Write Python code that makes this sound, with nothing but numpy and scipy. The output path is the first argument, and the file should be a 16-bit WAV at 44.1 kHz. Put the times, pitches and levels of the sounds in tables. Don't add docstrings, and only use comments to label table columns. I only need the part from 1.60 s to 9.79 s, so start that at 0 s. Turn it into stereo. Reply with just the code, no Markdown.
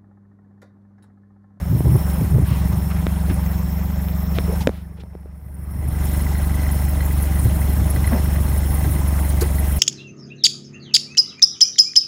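import sys
import numpy as np
from scipy import signal
from scipy.io import wavfile

SR = 44100
rng = np.random.default_rng(int(sys.argv[2]) if len(sys.argv) > 2 else 0)


def gain_from_db(level_db):
    decades = np.asarray(level_db, float) / 20
    return 10 ** decades


def wrap_up_sound(samples):
    columns = np.atleast_2d(samples).T
    tamed = np.clip(columns, -1, 1)
    steps = np.round(tamed * 32767).astype(np.int16)
    wavfile.write(sys.argv[1], SR, steps)


N = 361173

# frequency in Hz, t60 in seconds, level in dB.
CASTING_MODES = [(621, 0.049, 0.5), (765.6, 0.059, -1.5), (1635, 0.0054, -9.5), (1993, 0.011, -8),
                 (3110, 0.013, -25.5), (4145, 0.025, -25), (6380, 0.022, -13), (7090, 0.11, -15)]
# time in seconds, nearness in dB, view into the bay in dB,
# cover of the left port in dB.
MIC_WALK = [(0.0, -2, -7, -1), (0.13, -8.5, -1, 8), (0.27, -7.5, -0.5, 2), (0.43, -3.5, 1.5, 1.5),
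            (0.55, -2.5, 3.5, 3), (0.8, -6, -3.5, 2.5), (1.05, -2.5, 0, 3.5), (1.25, -3.5, -1.5, 5.5),
            (1.6, -3, -2.5, 0.5), (1.75, -2.5, -2, -0.5), (1.92, -3.5, -1, 13), (2.3, -4.5, -4, 23),
            (2.62, -4, -4.5, 33), (2.76, -4, -2, 4), (2.93, -2.5, -1, 1.5), (4.6, -1, 0, 4),
            (6.6, 0, 1.5, 2.5), (8.19, -1, 2, 2)]


def in_time(rows):
    s, *columns = np.transpose(rows)
    return [np.interp(np.arange(N) / SR, s, column) for column in columns]


def at_hz(points, hz):
    table_hz, value = np.array(points).T
    return np.interp(np.log(hz), np.log(table_hz), value)


def rms_one(x):
    return x / np.sqrt(np.mean(x ** 2) + 1e-20)


def pan(db):
    return gain_from_db(np.multiply.outer([.5, -.5], db))


def drift(rate_hz):
    r = np.exp(-80 * np.pi * rate_hz / SR)
    white = rng.standard_normal(N // 40 + 2002)
    slow = signal.lfilter([1], [1, -2 * r, r * r], white)[2000:]
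    return np.interp(np.arange(N) / 40, np.arange(len(slow)), rms_one(slow))


def ring(x, hz, t60_s):
    r = gain_from_db(-60 / (t60_s * SR))
    w = 2 * np.pi * hz / SR
    return signal.lfilter([0, np.sin(w)], [1, -2 * r * np.cos(w), r * r], x + 1e-18)


def band(x, low_hz, high_hz, order=2):
    return signal.sosfilt(signal.butter(order, [low_hz, high_hz], "band", fs=SR, output="sos"), x)


def bands(spectrum, edges_hz, patchy_db, rate_hz):
    # frequency in Hz, likeness as a share.
    likeness = [(60, 0.6), (130, 0.22), (290, 0.26), (640, 1), (1410, 0.08), (3100, 0.0054), (6820, 0.01),
                (15000, 0.01)]
    white = rng.standard_normal((2, 2, N))
    for k, (low_hz, high_hz) in enumerate(zip(edges_hz, edges_hz[1:])):
        mid, side = band(white[k % 2], low_hz, high_hz)
        hz = np.sqrt(low_hz * high_hz)
        alike = np.clip(at_hz(likeness, hz), 0, 1)
        gain = gain_from_db(at_hz(spectrum, hz) + patchy_db * drift(rate_hz))
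        yield hz, gain * (np.sqrt(1 + alike) * mid + np.sqrt(1 - alike) * side * [[1], [-1]])


def over_bay():
    rise_s = (3.2, 4.2)
    return np.interp(np.arange(N) / SR, rise_s, [0, 1])


def duck(lead_s=0.0, slower=0.64):
    at_s, attack_s, hold_to_s, release_s = 3.01, 0.24, 3.825, 0.61
    t = np.arange(N) / SR
    fall = 1 - np.exp(-np.clip(t - at_s, 0, None) / (attack_s * slower))
    recovery = np.clip(1 - (t + lead_s - hold_to_s) / (release_s + lead_s), 0, 1)
    return fall * recovery


def heard_db(law, lead_s=0.0, slower=0.62):
    db, near_share, view_share, grille_db, duck_db = law
    near_db, view_db, _ = in_time(MIC_WALK)
    place_db = near_share * near_db + view_share * view_db + grille_db * (1 - over_bay())
    return db + place_db - duck_db * duck(lead_s, slower)


def exhaust(firings, boom_db, bark_db, rattle_db):
    cylinder_db = [-0.49, -0.3, -0.15, 0.47]
    # frequency in Hz, t60 in seconds, level in dB.
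    pipe_modes = [(68.9, 0.2, -3), (85, 0.3, -15), (143.6, 0.19, -11)]
    # low edge in Hz, high edge in Hz, extra path in seconds.
    silencer = (152, 198, .0048)
    low_hz, high_hz, path_s = silencer

    count = np.floor(firings - .297).astype(int)
    uneven_db = 0.1 * rng.standard_normal(count.max() + 2)[count]
    strength_db = np.array(cylinder_db)[count % 4] + uneven_db
    pulses = np.diff(count, prepend=count[0]) * gain_from_db(strength_db)
    pipe = sum(gain_from_db(db) * ring(pulses, hz, t60_s) for hz, t60_s, db in pipe_modes)
    boom = gain_from_db(boom_db) * rms_one(band(pipe, 49.4, 129.7)) * pan(-1.35)[:, None]

    late = np.roll(pulses, round(path_s * SR))
    bark = gain_from_db(bark_db - 1.5) * rms_one(band(late, low_hz, high_hz, order=3))
    block_db = rattle_db - 3.5 - 15.0 * (1 - over_bay())
    knock = gain_from_db(block_db) * rms_one(band(late, 248, 328))
    rumble = gain_from_db(boom_db - 14.0) * rms_one(band(rng.standard_normal(N), 26, 181))
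    return boom + bark + knock + rumble


def valve_gear(firings, rattle_db, sizzle_db):
    # frequency in Hz, density in dB per Hz.
    rattle_spectrum = [(120, -30), (200, -15), (234, -13), (341, -15.5), (489, -21), (902, -17.5),
                       (1070, -21), (1800, -26), (2010, -19.5), (2310, -27), (4200, -29.5), (4680, -33.5),
                       (5310, -27), (6020, -32.5), (8500, -31), (11000, -62), (18700, -120)]
    # frequency in Hz, left-right difference in dB.
    lean_by_hz = [(60, -1.0), (110, 0.0), (200, 10), (380, -0.5), (700, 4.5), (1290, 9), (2380, 4.5),
                  (4400, -2.0), (8120, 7.5), (15000, -5.0)]

    noise = 0
    for hz, x in bands(rattle_spectrum, np.geomspace(200, 8500, 17), patchy_db=2.5, rate_hz=29.6):
        treble = np.clip(np.log2(hz / 1800), 0, 1)
        level_db = (1 - treble) * rattle_db + treble * (sizzle_db + 9.5)
        noise = noise + gain_from_db(level_db + 27.5) * x * pan(at_hz(lean_by_hz, hz))[:, None]

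    ticks_per_s = 300 * gain_from_db(5.0 * np.cos(2 * np.pi * (firings - .15)))
    sizes = gain_from_db(4.85 * np.minimum(rng.exponential(1, (2, N)), 4)) * rng.choice([-1, 1], (2, N))
    ticks = (rng.random((2, N)) < ticks_per_s / SR) * sizes
    ticks = ticks + 0.37 * ticks[::-1]
    rung = 0
    for hz, t60_s, db in CASTING_MODES:
        level_db = rattle_db if hz < 2500 else sizzle_db + 11.0
        rung = rung + gain_from_db(db + level_db) * rms_one(ring(ticks, hz, t60_s))
    return noise + gain_from_db(-7.5) * rung


def intake(firings):
    # frequency in Hz, density in dB per Hz.
    hiss_spectrum = [(4410, -40), (7500, -10), (7690, -5), (9000, 12), (9770, 7.5), (10900, 14.5),
                     (12600, -1), (13700, -2), (15100, 10), (15900, -9)]
    puff_db = [12.0, 4.0, -2.0, 3.0]
    puff_hz = [10900, 9000, 10500, 10500]
    # level in dB, share of nearness, share of view,
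    # change at the grille in dB, duck depth in dB.
    low_law = (-44, 0.0, 0.8, -3, 24.5)
    high_law = (-36, 0.0, 1.0, -1.5, 27)

    lead_s = 0.12
    cover_db = in_time(MIC_WALK)[2]
    low_db = heard_db(low_law, lead_s) - 0.3 * cover_db
    high_db = heard_db(high_law, lead_s) - 0.17 * cover_db
    low_pan_db = 12 - cover_db
    high_pan_db = -7 - 0.73 * cover_db

    count, share = np.divmod(firings - .24, 1)
    count = count.astype(int)
    size_luck, pitch_luck = rng.standard_normal((count.max() + 2, 2))[count].T
    size = gain_from_db(np.array(puff_db)[count % 4] + 2.5 * size_luck - 3 * (1 - over_bay()))
    puff = size * np.sin(np.pi * np.clip(share / .7, 0, 1)) ** 2
    throat_hz = np.array(puff_hz)[count % 4] * (1 + .04 * pitch_luck) * (1.06 - .17 * share)

    low, high = 0, 0
    for hz, x in bands(hiss_spectrum, np.geomspace(7500, 16000, 11), patchy_db=1.7, rate_hz=14):
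        if hz < 12000:
            reach = np.exp(-np.log2(hz / throat_hz) ** 2 / .03)
            low = low + x * np.hypot(1, puff * reach)
        else:
            high = high + x
    low = gain_from_db(low_db + 4.5) * pan(low_pan_db) * rms_one(low)
    high = gain_from_db(high_db - 4.0) * pan(high_pan_db) * rms_one(high) * np.hypot(1, .2 * puff)
    flutter = gain_from_db(1.4 * drift(20) + 0.8 * np.array([drift(12), drift(12)]))
    return flutter * (low + high)


def whistle():
    # level in dB, share of nearness, share of view,
    # change at the grille in dB, duck depth in dB.
    whistle_law = (-50.5, 0.0, 0.6, -0.5, 19.5)
    air = ring(ring(rng.standard_normal((2, N)), 5340, 0.009), 5450, 0.009)
    level_db = heard_db(whistle_law) + 2.0 * drift(0.69) + 0.5 * drift(10)
    return gain_from_db(level_db) * rms_one(air) * pan(-3.0)[:, None]


def microphone_noise():
    return gain_from_db(-72) * rms_one(band(rng.standard_normal((2, N)), 2500, 8500))


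def gusts_db(gusts, breeze_db):
    breeze_duck_db, fall_db = 14, 11.5
    t = np.arange(N) / SR
    humps = [db - fall_db * ((t - s) / half_s) ** 2 for s, db, half_s in gusts]
    return np.max(humps + [breeze_db - breeze_duck_db * duck()], axis=0)


def wind():
    # frequency in Hz, density in dB per Hz.
    wind_spectrum = [(24, -41), (45, -4), (115, 8), (241, -14.5), (271, -11), (326, -26.5), (556, -32.5),
                     (658, -34), (900, -39), (1170, -66), (1980, -120)]
    # peak in seconds, level in dB, half length in seconds.
    left_gusts = [(.17, -10.5, 0.12), (.25, -7.5, 0.12), (.33, -10.5, 0.062), (.66, -13, 0.09),
                  (.775, -8.5, 0.078), (.98, -21, 0.17), (1.12, -17, .07), (1.42, -18, 0.061),
                  (1.71, -20.5, 0.06), (2.65, -25, 0.067), (2.8, -25, 0.13), (3.85, -33.5, 0.072),
                  (4.25, -24, 0.26), (5.69, -21, 0.036), (5.86, -13, 0.041), (6.03, -19, 0.19),
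                  (6.2, -17, 0.12), (6.37, -17, 0.038), (6.53, -19.5, 0.1), (6.92, -21.5, 0.24),
                  (7.12, -18, .09), (7.3, -18.5, 0.1), (7.76, -27, 0.13)]
    # peak in seconds, level in dB, half length in seconds.
    right_gusts = [(.54, -27, 0.3), (1.21, -21.5, 0.077), (2.06, -23.5, 0.057), (2.89, -31, .1),
                   (3.41, -37.5, .1), (4.34, -30, 0.029), (5.77, -30, .06), (6.45, -25.5, .07),
                   (6.62, -23.5, 0.076), (7.46, -32, 0.086), (8.14, -30, 0.14)]

    hump_db = np.array([gusts_db(left_gusts, breeze_db=-35), gusts_db(right_gusts, breeze_db=-44)])
    level_db = hump_db + 3.96 * np.array([drift(15.8), drift(23)])
    strong_db = np.clip(level_db + 12.0, -10, 20)
    gust = 0
    for hz, x in bands(wind_spectrum, np.geomspace(42, 900, 10), patchy_db=-2.0, rate_hz=14.0):
        gust = gust + x * gain_from_db(0.44 * strong_db * np.clip(np.log2(hz / 150), 0, 1.5))
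    return gain_from_db(level_db + 15.0) * gust


def scuffs(rows, below, above, channels):
    out = np.zeros((channels, N))
    for s, length_s, hz, db in rows:
        swell = np.sin(np.pi * np.linspace(0, 1, round(length_s * SR)) ** 0.5) ** 2
        noise = rng.standard_normal((channels, SR // 3))[:, :len(swell)]
        start = round(s * SR)
        scuff = swell * gain_from_db(db) * rms_one(band(noise, hz / below, hz * above))
        out[:, start:start + len(swell)] += scuff
    return out


def handling():
    # time in seconds, # body
    # level in dB, body frequency in Hz, t60 in seconds, snap level in dB.
    knocks = [(.150, -16, 350, 0.01, -45), (.206, -10.5, 302, 0.014, -50), (.612, -21, 440, 0.015, -37),
              (0.256, -22, 507, 0.025, -55), (0.783, -16, 434, 0.025, -47), (1.4677, -5, 400, 0.0036, -20),
              (2.485, -33, 420, .016, -29.5), (2.7858, -11, 456, 0.01, -14.5), (3.0724, 2.5, 520, .012, -3),
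              (3.0926, -8.5, 440, 0.0085, -31), (3.321, -40, 420, .02, -58), (3.436, -27, 487, 0.0059, -46),
              (3.552, -22, 390, 0.012, -57), (3.658, -28, 399, 0.012, -61), (6.533, -21, 627, 0.017, -30),
              (7.8163, -16.5, 361, 0.15, -34), (7.84, -20, 460, 0.027, -26)]
    # start in seconds, length in seconds, frequency in Hz, level in dB.
    palm_rubs = [(.84, 0.32, 1140, -43), (1.10, .033, 300, -34), (1.30, 0.03, 1390, -37),
                 (1.695, 0.042, 336, -24), (2.74, 0.15, 690, -39.5), (2.875, 0.066, 482.4, -28.5),
                 (2.92, 0.031, 533, -29), (3.003, 0.034, 940, -33.5), (3.38, .066, 460, -46),
                 (6.51, 0.079, 239, -20.5), (7.806, 0.039, 4900, -34), (7.812, 0.042, 486, -25)]
    # start in seconds, length in seconds, frequency in Hz,
    # level in dB.
    tip_scratches = [(.84, 0.3, 2680, -39), (.45, .25, 1490, -56), (1.30, 0.047, 1660, -34.5),
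                     (1.34, 0.11, 1400, -38), (1.69, 0.058, 1630, -32), (2.74, 0.094, 2960, -38),
                     (2.92, .034, 980, -42), (3.003, 0.048, 4480, -35), (3.10, 0.19, 2780, -49.5),
                     (3.365, 0.051, 2400, -55), (3.395, 0.04, 2940, -46.5), (6.51, 0.1, 537, -21.5),
                     (7.806, 0.035, 12000, -23), (7.812, 0.04, 1300, -29)]
    grip_ends_db = (16, -1.5)

    out = np.zeros((2, N))
    impulse = signal.unit_impulse(2400)
    crack = band(impulse, 4000, 15000)
    click = band(impulse, 60, 4600, order=3)
    snap = ring(click, 1300, 0.0039) - 0.66 * ring(click, 2400, 0.0065)
    snap = snap + 0.88 * ring(click, 3640, 0.003) + 0.68 * ring(click, 7300, 0.001) + 0.16 * crack
    grip_db = np.interp(over_bay(), [0, 1], grip_ends_db)
    for s, db, hz, t60_s, snap_db in knocks:
        start = round(s * SR)
        body = ring(click, hz, t60_s) + 0.16 * ring(click, 0.533 * hz, 4.9 * t60_s)
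        knock = gain_from_db(db) * body + gain_from_db(snap_db) * snap
        out[:, start:start + len(click)] += np.outer(pan(grip_db[start]), knock)
    rubs = scuffs(palm_rubs, below=1.25, above=1.01, channels=1) * pan(6.2)[:, None]
    scratches = scuffs(tip_scratches, below=2.14, above=1.42, channels=2)
    return out + rubs + scratches


def tappet():
    # time in seconds, peak level in dB.
    loud_taps = [(4.4974, -35), (4.5468, -28), (4.753, -24), (5.089, -22), (5.4062, -19.5), (5.4627, -34),
                 (5.6, -26), (5.757, -32), (6.016, -27), (6.228, -38), (6.361, -22), (6.443, -20),
                 (6.4744, -20), (6.658, -27.5), (6.7605, -24), (7.071, -39), (7.1074, -29), (7.153, -32),
                 (7.363, -27), (7.6472, -25), (7.71, -33)]
    at_s, peak_db = np.transpose(loud_taps)
    light_per_s, light_db = 30, -30

    out = np.zeros(N)
    chance_db = 1.1 * rng.standard_normal((len(loud_taps), len(CASTING_MODES)))
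    light = rng.random(N) < light_per_s * gain_from_db(6 * drift(2)) / SR
    light = light * gain_from_db(light_db - 32 * duck()) * over_bay()
    for k, (hz, t60_s, db) in enumerate(CASTING_MODES[2:6]):
        clicks = light * gain_from_db(db + 3.0 + 3.5 * rng.standard_normal(N))
        clicks[(at_s * SR).astype(int)] = gain_from_db(peak_db + db + 5.5 + chance_db[:, k])
        out += band(ring(clicks, hz, 2.2 * t60_s), hz / 1.14, hz * 1.13, order=1)
    return out * pan(5.5)[:, None]


def scene():
    # time in seconds, firings per second.
    crank_speed = [(0.0, 23.4), (0.5, 23.41), (0.8, 23.02), (1.4, 23.7), (1.7, 22.91), (2.3, 23.72),
                   (2.6, 23.43), (2.9, 24.08), (3.5, 23.27), (4.4, 24.02), (6.2, 23.45), (6.5, 24.02),
                   (6.8, 23.65), (7.1, 23.79), (7.7, 23.44), (8.19, 23.44)]
    # level in dB, share of nearness, share of view,
    # change at the grille in dB, duck depth in dB.
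    boom_law = (-17, 1.0, 0.0, -0.5, 18)
    bark_law = (-29.5, 0.8, 0.0, 7.5, 17.5)
    rattle_law = (-37, 0.66, 0.5, 1, 19.5)
    sizzle_law = (-48.5, 0.5, 0.42, -1.5, 40)

    firings = np.cumsum(in_time(crank_speed)[0]) / SR + 4
    boom_db, bark_db, rattle_db = map(heard_db, [boom_law, bark_law, rattle_law])
    sizzle_db = heard_db(sizzle_law, slower=1.2)
    engine = exhaust(firings, boom_db, bark_db, rattle_db) + valve_gear(firings, rattle_db, sizzle_db)
    air = intake(firings) + whistle() + wind()
    return engine + air + microphone_noise() + handling() + tappet()


def low_pass(x):
    return signal.sosfilt(signal.butter(12, 16710, fs=SR, output="sos"), x)


def record(dry):
    clipped = dry / (1 + np.abs(dry / .9) ** 6) ** (1 / 6)
    top_cut = signal.cheby2(12, 36, 16100, fs=SR, output="sos")
    mix = signal.sosfilt(top_cut, clipped)
    return low_pass(mix)


dry = scene()
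out = record(dry)
wrap_up_sound(out)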